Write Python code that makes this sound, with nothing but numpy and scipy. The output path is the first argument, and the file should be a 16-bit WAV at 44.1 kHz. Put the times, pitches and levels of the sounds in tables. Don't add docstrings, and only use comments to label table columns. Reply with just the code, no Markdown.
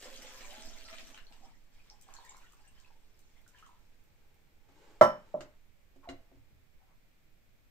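import sys
import numpy as np
from scipy import signal
from scipy.fft import rfft, irfft, next_fast_len
from scipy.io import wavfile

SR = 44100
rng = np.random.default_rng(int(sys.argv[2]) if len(sys.argv) > 2 else 0)


def wav_out(sig):
    wavfile.write(sys.argv[1], SR, np.round(np.clip(np.atleast_2d(sig).T, -1, 1) * 32767).astype(np.int16))


N = 339966
TIME = np.arange(N) / SR

# frequency in Hz, level in dB.
KITCHEN_COLOUR = [(20, 12.5), (45, 7.5), (90, 5), (135, 1.5), (200, -1.5), (400, -7.5), (510, -8),
                  (630, -8.5), (1000, -14.5), (1900, -12), (2350, -9.5), (2750, -15), (7000, -22.5),
                  (9000, -18), (12000, -12), (15500, -11)]
# frequency in Hz, level in dB.
RUMBLE_COLOUR = [(3, -12.5), (11, -1.0), (18, -11), (30, -23), (60, -34.0), (200, -71), (1000, -110)]
RUMBLE_DB, DRAUGHT_DB, DRAUGHT_END_S, DRAUGHT_T60_S = -62, -54.5, 0.73, 7.6
ROOM_T60_S, ROOM_TREBLE_T60_S = 0.3, 0.13

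# frequency in Hz, level in dB.
PATTER_COLOUR = [(100, -20), (250, 0), (450, 5), (1000, -7.5), (1700, 4), (3000, 2.5), (4500, -5),
                 (7500, -2), (11000, -0.5), (15000, -4.5)]
# frequency in Hz, level in dB.
FIZZ_COLOUR = [(1000, -13.5), (2000, -13.5), (4000, 3), (8000, 5.5), (15000, 8)]
PATTER_END_S, PATTER_DB, PATTER_SAG_DB_PER_S, PATTER_T60_S = 1.09, -52.5, 4.5, 0.8
TRICKLE_END_S, TRICKLE_DB, TRICKLE_T60_S = 3.75, -77, 3
# frequency in Hz, level in dB, t60 in seconds, left minus right in dB.
TANK_MODES = [(129.8, -16, 0.077, 6), (256.4, 4.5, 0.092, 0.5), (307, -11.5, 0.085, -5),
              (560, -7, 0.095, -4), (679, 12, 0.076, -1), (895, -7, .05, 0)]
# start in seconds, level in dB.
SLUGS = [(0.077, -58.5), (.188, -55), (0.407, -58.5), (.579, -54.5), (.673, -53), (.836, -64),
         (.924, -58.5), (1.027, -57.5), (1.11, -62), (1.308, -63), (1.407, -62.5), (1.467, -63.5)]
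DRUM_DB = -21

# time in seconds, pitch in Hz.
AIR_PITCH = [(0, 537), (.42, 531), (.56, 635), (.95, 655), (1.25, 656)]
AIR_DB, SURGE_S, SURGE_WIDTH_S, SURGE_DB = -11.5, 0.94, 0.015, -53

# frequency in Hz, level in dB.
BUBBLE_COLOUR = [(400, 1), (900, -6.5), (1400, -4), (2200, -1.5), (3000, 4), (5000, -15.5), (8000, -4),
                 (15000, 7)]
DRAGGED_AIR_DB, DRAGGED_AIR_SAG_DB_PER_S = -5, 2.5
# start in seconds, length in seconds, relative bubbling level in dB.
GURGLES = [(1.277, 0.18, -66.5), (1.705, 0.47, -72), (2.06, 0.39, -66), (2.474, 0.42, -72.5),
           (3.317, .06, -74.5), (3.527, 0.12, -68.5)]
GURGLE_ATTACK_S, GURGLE_T60_S, GURGLE_SPRAY_DB = 0.052, 0.48, -3
# start in seconds, relative level in dB, starting pitch in Hz, cycles of ring to 60 dB down.
BUBBLES = [(.056, -41.5, 526, 20), (0.246, -48.5, 516, 16), (1.145, -47, 3010, 51),
           (1.268, -49.5, 4200, 59), (1.313, -52.5, 825, 11), (1.46, -55.5, 880, 25),
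           (1.9, -36.5, 5300, 21), (2.023, -40, 8000, 24), (2.088, -44, 1050, 11.5), (2.139, -37, 6940, 28),
           (2.151, -49, 1010, 18), (2.166, -44, 4210, 48), (2.187, -42.5, 946, 17), (2.294, -41, 7290, 110),
           (2.297, -43, 6800, 64), (2.319, -50, 1004, 42), (2.347, -40, 1040, 5.6), (2.535, -50, 1150, 9.5),
           (2.677, -52.5, 8130, 200), (2.847, -55, 2560, 79), (2.904, -58.5, 873, 34),
           (3.464, -55.5, 1460, 30), (3.547, -52.5, 1620, 30), (3.584, -55, 2820, 52),
           (3.626, -48.5, 1260, 43), (3.666, -53, 1100, 25), (3.691, -53.5, 980, 46)]
# start in seconds, relative level in dB, centre in Hz.
SPLASHES = [(0.269, -49.5, 1810), (0.408, -52, 2100), (.521, -52, 2200), (.885, -45.5, 2000),
            (0.929, -42, 1900), (.984, -43, 2960), (1.145, -51, 2420), (1.176, -45, 1980),
            (1.324, -54.5, 2750), (2.012, -47, 11900), (2.139, -48, 8500), (2.249, -47.5, 12600),
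            (2.368, -49.5, 10600), (2.522, -52.5, 12700), (2.8, -56, 7550), (3.192, -52.5, 12200),
            (3.478, -49, 12600), (3.587, -56.5, 11100), (3.664, -56.5, 10100)]
FROTH_S, FROTH_END_S, FROTH_DB, FROTH_HZ = 2.1, 4.3, -74.5, 11850

# frequency in Hz, level in dB.
SLEEVE_COLOUR = [(80, -10), (200, -5), (500, 2), (650, -5.5), (850, -2), (1100, -6), (2500, -8.5),
                 (5000, -14), (8000, -13), (15000, -19.5)]
# middle in seconds, half width in seconds, level in dB.
ARM_MOVES = [(4.35, 0.19, -78.5), (4.88, 0.11, -62.5), (5.25, 0.19, -68), (6.2, 0.27, -77.5)]
SLEEVE_STIR_DB, ARM_RESTS_S = -79.5, 5.4

# start in seconds, body level in dB, contact brightness in Hz, relative click level in dB.
LID_KNOCKS = [(4.688, -62.5, 600, -60), (5.407, -50.5, 3000, -37.5), (5.961, -54.5, 534, -61),
              (6.089, -39, 4000, -42), (6.097, -64, 600, -41.5), (6.316, -56, 710, -71),
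              (6.351, -45.5, 201, -73), (6.527, -46, 121, -73)]
# frequency in Hz, level in dB, t60 in seconds, left minus right in dB.
LID_MODES = [(72, -14, .2, 6), (107.2, -14, 0.18, -2), (140, -27, 0.073, 7), (274, -7, 0.17, 3),
             (365.6, -2.5, 0.066, 2.5), (531.5, -0.5, 0.048, 0.5), (651, -0.5, 0.062, 2),
             (790, -17, 0.03, 13), (1090, -6, 0.033, -4), (2060, -2.5, 0.038, 3), (2850, -5, 0.037, -5),
             (4030, 0.5, 0.024, 1)]
# frequency in Hz, level in dB.
CLICK_COLOUR = [(100, -3), (600, -4.5), (1500, -1), (3000, -7.5), (5000, -9), (8000, -10.5), (15000, -21)]
# start in seconds, level in dB, pitch in Hz, t60 in seconds.
LID_GAP = [(6.056, -52, 873, 0.078), (6.0745, -43, 695, 0.14)]
# start in seconds, level in dB, centre in Hz, length in seconds.
RUBS = [(6.026, -58.5, 1010, 0.039), (6.798, -72, 750, 0.048), (6.869, -73, 940, 0.069)]

# frequency in Hz, level in dB, t60 in seconds, left minus right in dB.
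JUG_MODES = [(93, -36.5, 0.24, 1), (134.8, -34.5, 0.35, 2), (182.1, -26.5, 0.16, 1), (226, -25.5, .17, 0.5),
             (355, -28.5, 0.23, 0), (494.3, -34, 0.27, -5), (627, 3, 0.051, -2.5), (549, -19, .27, -0.5),
             (603, -15.5, 0.24, 0), (680, -19.5, .19, -5), (808, -22, .22, -5), (998, -18, 0.23, -2.5),
             (1034, -20, 0.17, -3), (869, -25.5, 0.24, -5.5), (1120, -14, 0.1, -8), (1339, -17, 0.27, -3),
             (1360, -24.5, 0.21, -1.5), (1478, -32.5, 0.16, -3.5), (1770, -38.5, 0.14, 3.5),
             (1775, -36, 0.34, 2), (1890, -39, 0.11, -4.5), (2044, -25.5, 0.088, -2),
             (3015, -43.5, 0.38, -6.5), (3057, -42.5, .25, -7), (5390, -46, .33, -5),
             (5465, -40, .25, -2.5), (6214, -44, .2, -3.5), (8360, -46.5, .22, 3), (8730, -46.5, 0.18, 8.5),
             (11770, -42, .2, 2.5), (12274, -45.5, .25, -2), (14020, -44.5, 0.2536, 3)]
# start in seconds, level in dB against the landing, contact brightness in Hz.
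JUG_BLOWS = [(5.0114, 0, 18000), (5.3412, -21, 780), (5.3479, -25.5, 680)]
# frequency in Hz, level in dB.
TABLE_COLOUR = [(40, -46), (95, -16), (200, 2), (420, -7), (700, -6), (1200, -1.5), (2000, -12.5),
                (2600, -23), (5000, -27), (8000, -32.5), (15000, -37)]

TOP_HZ = 15550


def undb(db):
    return 10 ** (np.asarray(db) / 20)


def unit(x):
    return x / np.sqrt(np.mean(x ** 2))


def fade(t, t60):
    return np.exp(-np.log(1000) * t / t60)


def spell(start_s, end_s, attack_s, t60):
    rise = np.clip((TIME - start_s) / attack_s, 0, 1)
    return rise * fade(np.maximum(TIME - end_s, 0), t60)


def swell(middle_s, width_s):
    return np.exp(-.5 * ((TIME - middle_s) / width_s) ** 2)


def pan(x, left_db):
    return x * undb(np.array([[left_db], [-left_db]]) / 2)


def add(out, s, sound):
    i = max(int(s * SR), 0)
    out[..., i:i + sound.shape[-1]] += sound[..., :max(N - i, 0)]


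def colour(x, points):
    hz, db = np.transpose(points)
    size = 2 * next_fast_len(x.shape[-1] // 2 + 2048)
    f = np.maximum(np.arange(size // 2 + 1) * SR / size, 1)
    gain = undb(np.interp(np.log(f), np.log(hz), db))
    cepstrum = irfft(np.log(gain))
    cepstrum[1:size // 2] *= 2
    cepstrum[size // 2 + 1:] = 0
    response = np.exp(rfft(cepstrum))
    return irfft(rfft(x, size) * response, size)[..., :x.shape[-1]]


def diffuse(count, split_hz=1100):
    mid, side = rfft(rng.standard_normal((2, count)))
    f = np.arange(len(mid)) * SR / count
    alike = .95 / (1 + (f / split_hz) ** 2)
    mid, side = mid * np.sqrt(1 + alike), side * np.sqrt(1 - alike)
    return unit(irfft(np.array([mid + side, mid - side]), count))


def burst(points, t60):
    t = TIME[:SR // 2]
    return unit(colour(diffuse(len(t)), points)) * fade(t, t60)


def ring(modes, contact_hz, rise_s, spread_hz=1500):
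    t, out = TIME[:SR // 2], 0
    for hz, db, t60, left_db in modes:
        skew = min(hz / spread_hz, np.pi / 4) * np.array([[1], [-1]])
        size = undb(db) / np.sqrt(1 + (hz / contact_hz) ** 10)
        tone = size * fade(t, t60) * np.sin(2 * np.pi * hz * t + skew)
        out = out + pan(tone, left_db)
    return out * (1 - np.exp(-t / rise_s))


def room(x, wet_db, gap_s=0.0051):
    t, noise = TIME[:SR // 2], diffuse(SR // 2)
    low = signal.sosfilt(signal.butter(1, 2000, fs=SR, output="sos"), noise)
    echoes = low * fade(t, ROOM_T60_S) + (noise - low) * fade(t, ROOM_TREBLE_T60_S)
    echoes = echoes * np.clip(t / gap_s - .5, 0, 1)
    echoes = unit(echoes) / np.sqrt(len(t))
    return x + undb(wet_db) * signal.fftconvolve(np.atleast_2d(x), echoes, axes=1)[:, :N]


def impacts(rate, scatter_db):
    chance, size = rng.random(N), np.minimum(rng.exponential(size=N), 4)
    return unit((chance < rate / SR) * undb(scatter_db * size) * rng.choice([-1, 1], N))


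def bubble(hz, cycles, glide=0.076, lag_s=.00008, rise_cycles=0.56):
    t = TIME[:int(cycles / hz * SR) + 2]
    age = np.maximum(t - np.array([[0], [lag_s]]), 0)
    tone = np.sin(2 * np.pi * hz * age * (1 + glide * age * hz / cycles))
    return tone * fade(age, cycles / hz) * (1 - np.exp(-age * hz / rise_cycles))


def swarm(end_s, low_hz, octaves, cycles, scatter_db, count):
    out = np.zeros((2, N))
    for when, pitch, strength, life in rng.random((count, 4)):
        size = undb(scatter_db * min(-np.log(1 - strength), 3))
        hz = min(low_hz * 2 ** (octaves * pitch), SR / 3)
        add(out, when * end_s, size * bubble(hz, cycles * (.5 + life)))
    return unit(out)


def pattering():
    sagging = undb(PATTER_DB - PATTER_SAG_DB_PER_S * TIME)
    return sagging * fade(np.maximum(TIME - PATTER_END_S, 0), PATTER_T60_S)


def gurgling():
    power = 0
    for s, length_s, db in GURGLES:
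        power = power + (undb(db) * spell(s, s + length_s, GURGLE_ATTACK_S, GURGLE_T60_S)) ** 2
    return np.sqrt(power)


def kitchen():
    hush = unit(colour(diffuse(N, split_hz=110), KITCHEN_COLOUR)) * undb(-64.5)
    air = unit(colour(diffuse(N, split_hz=17), RUMBLE_COLOUR))
    draught = undb(DRAUGHT_DB) * spell(0, DRAUGHT_END_S, attack_s=0.3, t60=DRAUGHT_T60_S)
    return hush + pan(air, left_db=-3.5) * (undb(RUMBLE_DB) + draught)


def stream():
    crackle = unit(colour(impacts(rate=750, scatter_db=4.5), PATTER_COLOUR))
    fizz = swarm(TRICKLE_END_S + .5, low_hz=1100, octaves=3.7, cycles=24, scatter_db=4.5, count=4500)
    fizz = unit(colour(fizz, FIZZ_COLOUR))
    patter = unit(room(crackle + fizz, wet_db=1))
    trickle = undb(TRICKLE_DB) * fade(np.maximum(TIME - TRICKLE_END_S, 0), TRICKLE_T60_S)
    spray = undb(GURGLE_SPRAY_DB) * gurgling()
    force = np.sqrt(pattering() ** 2 + trickle ** 2 + spray ** 2)
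    wall = ring(TANK_MODES, contact_hz=533, rise_s=0.0021)
    drum = signal.fftconvolve(impacts(rate=89, scatter_db=-1)[None], wall, axes=1)[:, :N]
    drum = unit(drum) * pattering() * undb(DRUM_DB)
    for s, db in SLUGS:
        add(drum, s, undb(db) * wall)
    return patter * force + room(drum, wet_db=-5.5)


def air_column(width_hz=26):
    turn = np.exp(2j * np.pi * np.cumsum(np.interp(TIME, *np.transpose(AIR_PITCH))) / SR)
    narrow = signal.butter(2, width_hz / 2, fs=SR, output="sos")
    ringing = signal.sosfilt(narrow, impacts(rate=620, scatter_db=2.5) / turn)
    drive = undb(AIR_DB) * pattering() + undb(SURGE_DB) * swell(SURGE_S, SURGE_WIDTH_S)
    return unit(room((ringing * turn).real, wet_db=-5)) * drive


def bubbling():
    bubbles = swarm(TRICKLE_END_S + .5, low_hz=750, octaves=4.2, cycles=36, scatter_db=5, count=900)
    dragged = pattering() * undb(DRAGGED_AIR_DB - DRAGGED_AIR_SAG_DB_PER_S * TIME)
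    carried = np.hypot(dragged, gurgling())
    return unit(room(colour(bubbles, BUBBLE_COLOUR), wet_db=7.0)) * carried * undb(-0.5)


def sleeve():
    stir = undb(SLEEVE_STIR_DB) * fade(np.maximum(TIME - ARM_RESTS_S, 0), t60=3.3)
    power = stir ** 2
    for s, width_s, db in ARM_MOVES:
        power = power + (undb(db) * swell(s, width_s)) ** 2
    rustle = colour(impacts(rate=1200, scatter_db=3), SLEEVE_COLOUR)
    return unit(room(rustle, wet_db=5.5)) * np.sqrt(power)


def drops():
    plips, splats = np.zeros((2, 2, N))
    for s, db, hz, cycles in BUBBLES:
        add(plips, s, undb(db) * bubble(hz, cycles))
    for s, db, hz in SPLASHES:
        band = [(hz / 5, -20), (hz / 1.4, -1), (hz * 1.3, 0), (hz * 3, -18)]
        add(splats, s, undb(db) * burst(band, t60=0.023))
    return undb(1.5) * room(plips, wet_db=-1.0) + room(splats, wet_db=1)


def froth():
    ticks = colour(impacts(rate=30, scatter_db=6.5), [(FROTH_HZ / 3, -24), (FROTH_HZ, 0)])
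    return unit(room(ticks, wet_db=2.5)) * undb(FROTH_DB) * spell(FROTH_S, FROTH_END_S, attack_s=.1, t60=2.5)


def lid():
    out = np.zeros((2, N))
    for s, body_db, contact_hz, click_db in LID_KNOCKS:
        add(out, s, undb(body_db) * ring(LID_MODES, contact_hz, rise_s=0.00072))
        add(out, s, undb(click_db - 8.5) * burst(CLICK_COLOUR, t60=0.085))
    for s, db, hz, t60 in LID_GAP:
        add(out, s, ring([(hz, db, t60, 0)], contact_hz=SR, rise_s=0.00013))
    for s, db, hz, length_s in RUBS:
        band = [(hz / 3, -18), (hz / 1.3, -10), (hz, 0), (hz * 1.4, -12), (hz * 5, -36)]
        grit = unit(colour(diffuse(SR // 2), band))
        stroke = np.sin(np.pi * np.minimum(TIME[:SR // 2] / length_s, 1))
        add(out, s, undb(db) * grit * stroke)
    return room(out, wet_db=-5.5)


def jug():
    tone, clatter = np.zeros((2, 2, N))
    for s, db, contact_hz in JUG_BLOWS:
        add(tone, s, undb(db) * ring(JUG_MODES, contact_hz, rise_s=.0034))
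        softened = [(hz, level - 20 * np.log10(1 + (hz / contact_hz) ** 4)) for hz, level in TABLE_COLOUR]
        rattle = burst(softened, t60=.16) + .7 * burst(softened, t60=.025)
        add(clatter, s, undb(db - 21) * rattle)
    return room(tone, wet_db=-21) + room(clatter, wet_db=-6)


def scene():
    water = stream() + air_column() + bubbling() + drops() + froth()
    return pan(water, left_db=-0.27) + jug() + pan(lid() + sleeve() + kitchen(), left_db=-1)


def record(dry):
    dulled = []
    for x, edge_hz in zip(dry, (8600, 7600)):
        dulled.append(colour(x, [(edge_hz, 0), (edge_hz * 1.09, -14), (12000, -10)]))
    return signal.sosfilt(signal.ellip(10, .2, 70, TOP_HZ, fs=SR, output="sos"), dulled)


dry = scene()
out = record(dry)
wav_out(out)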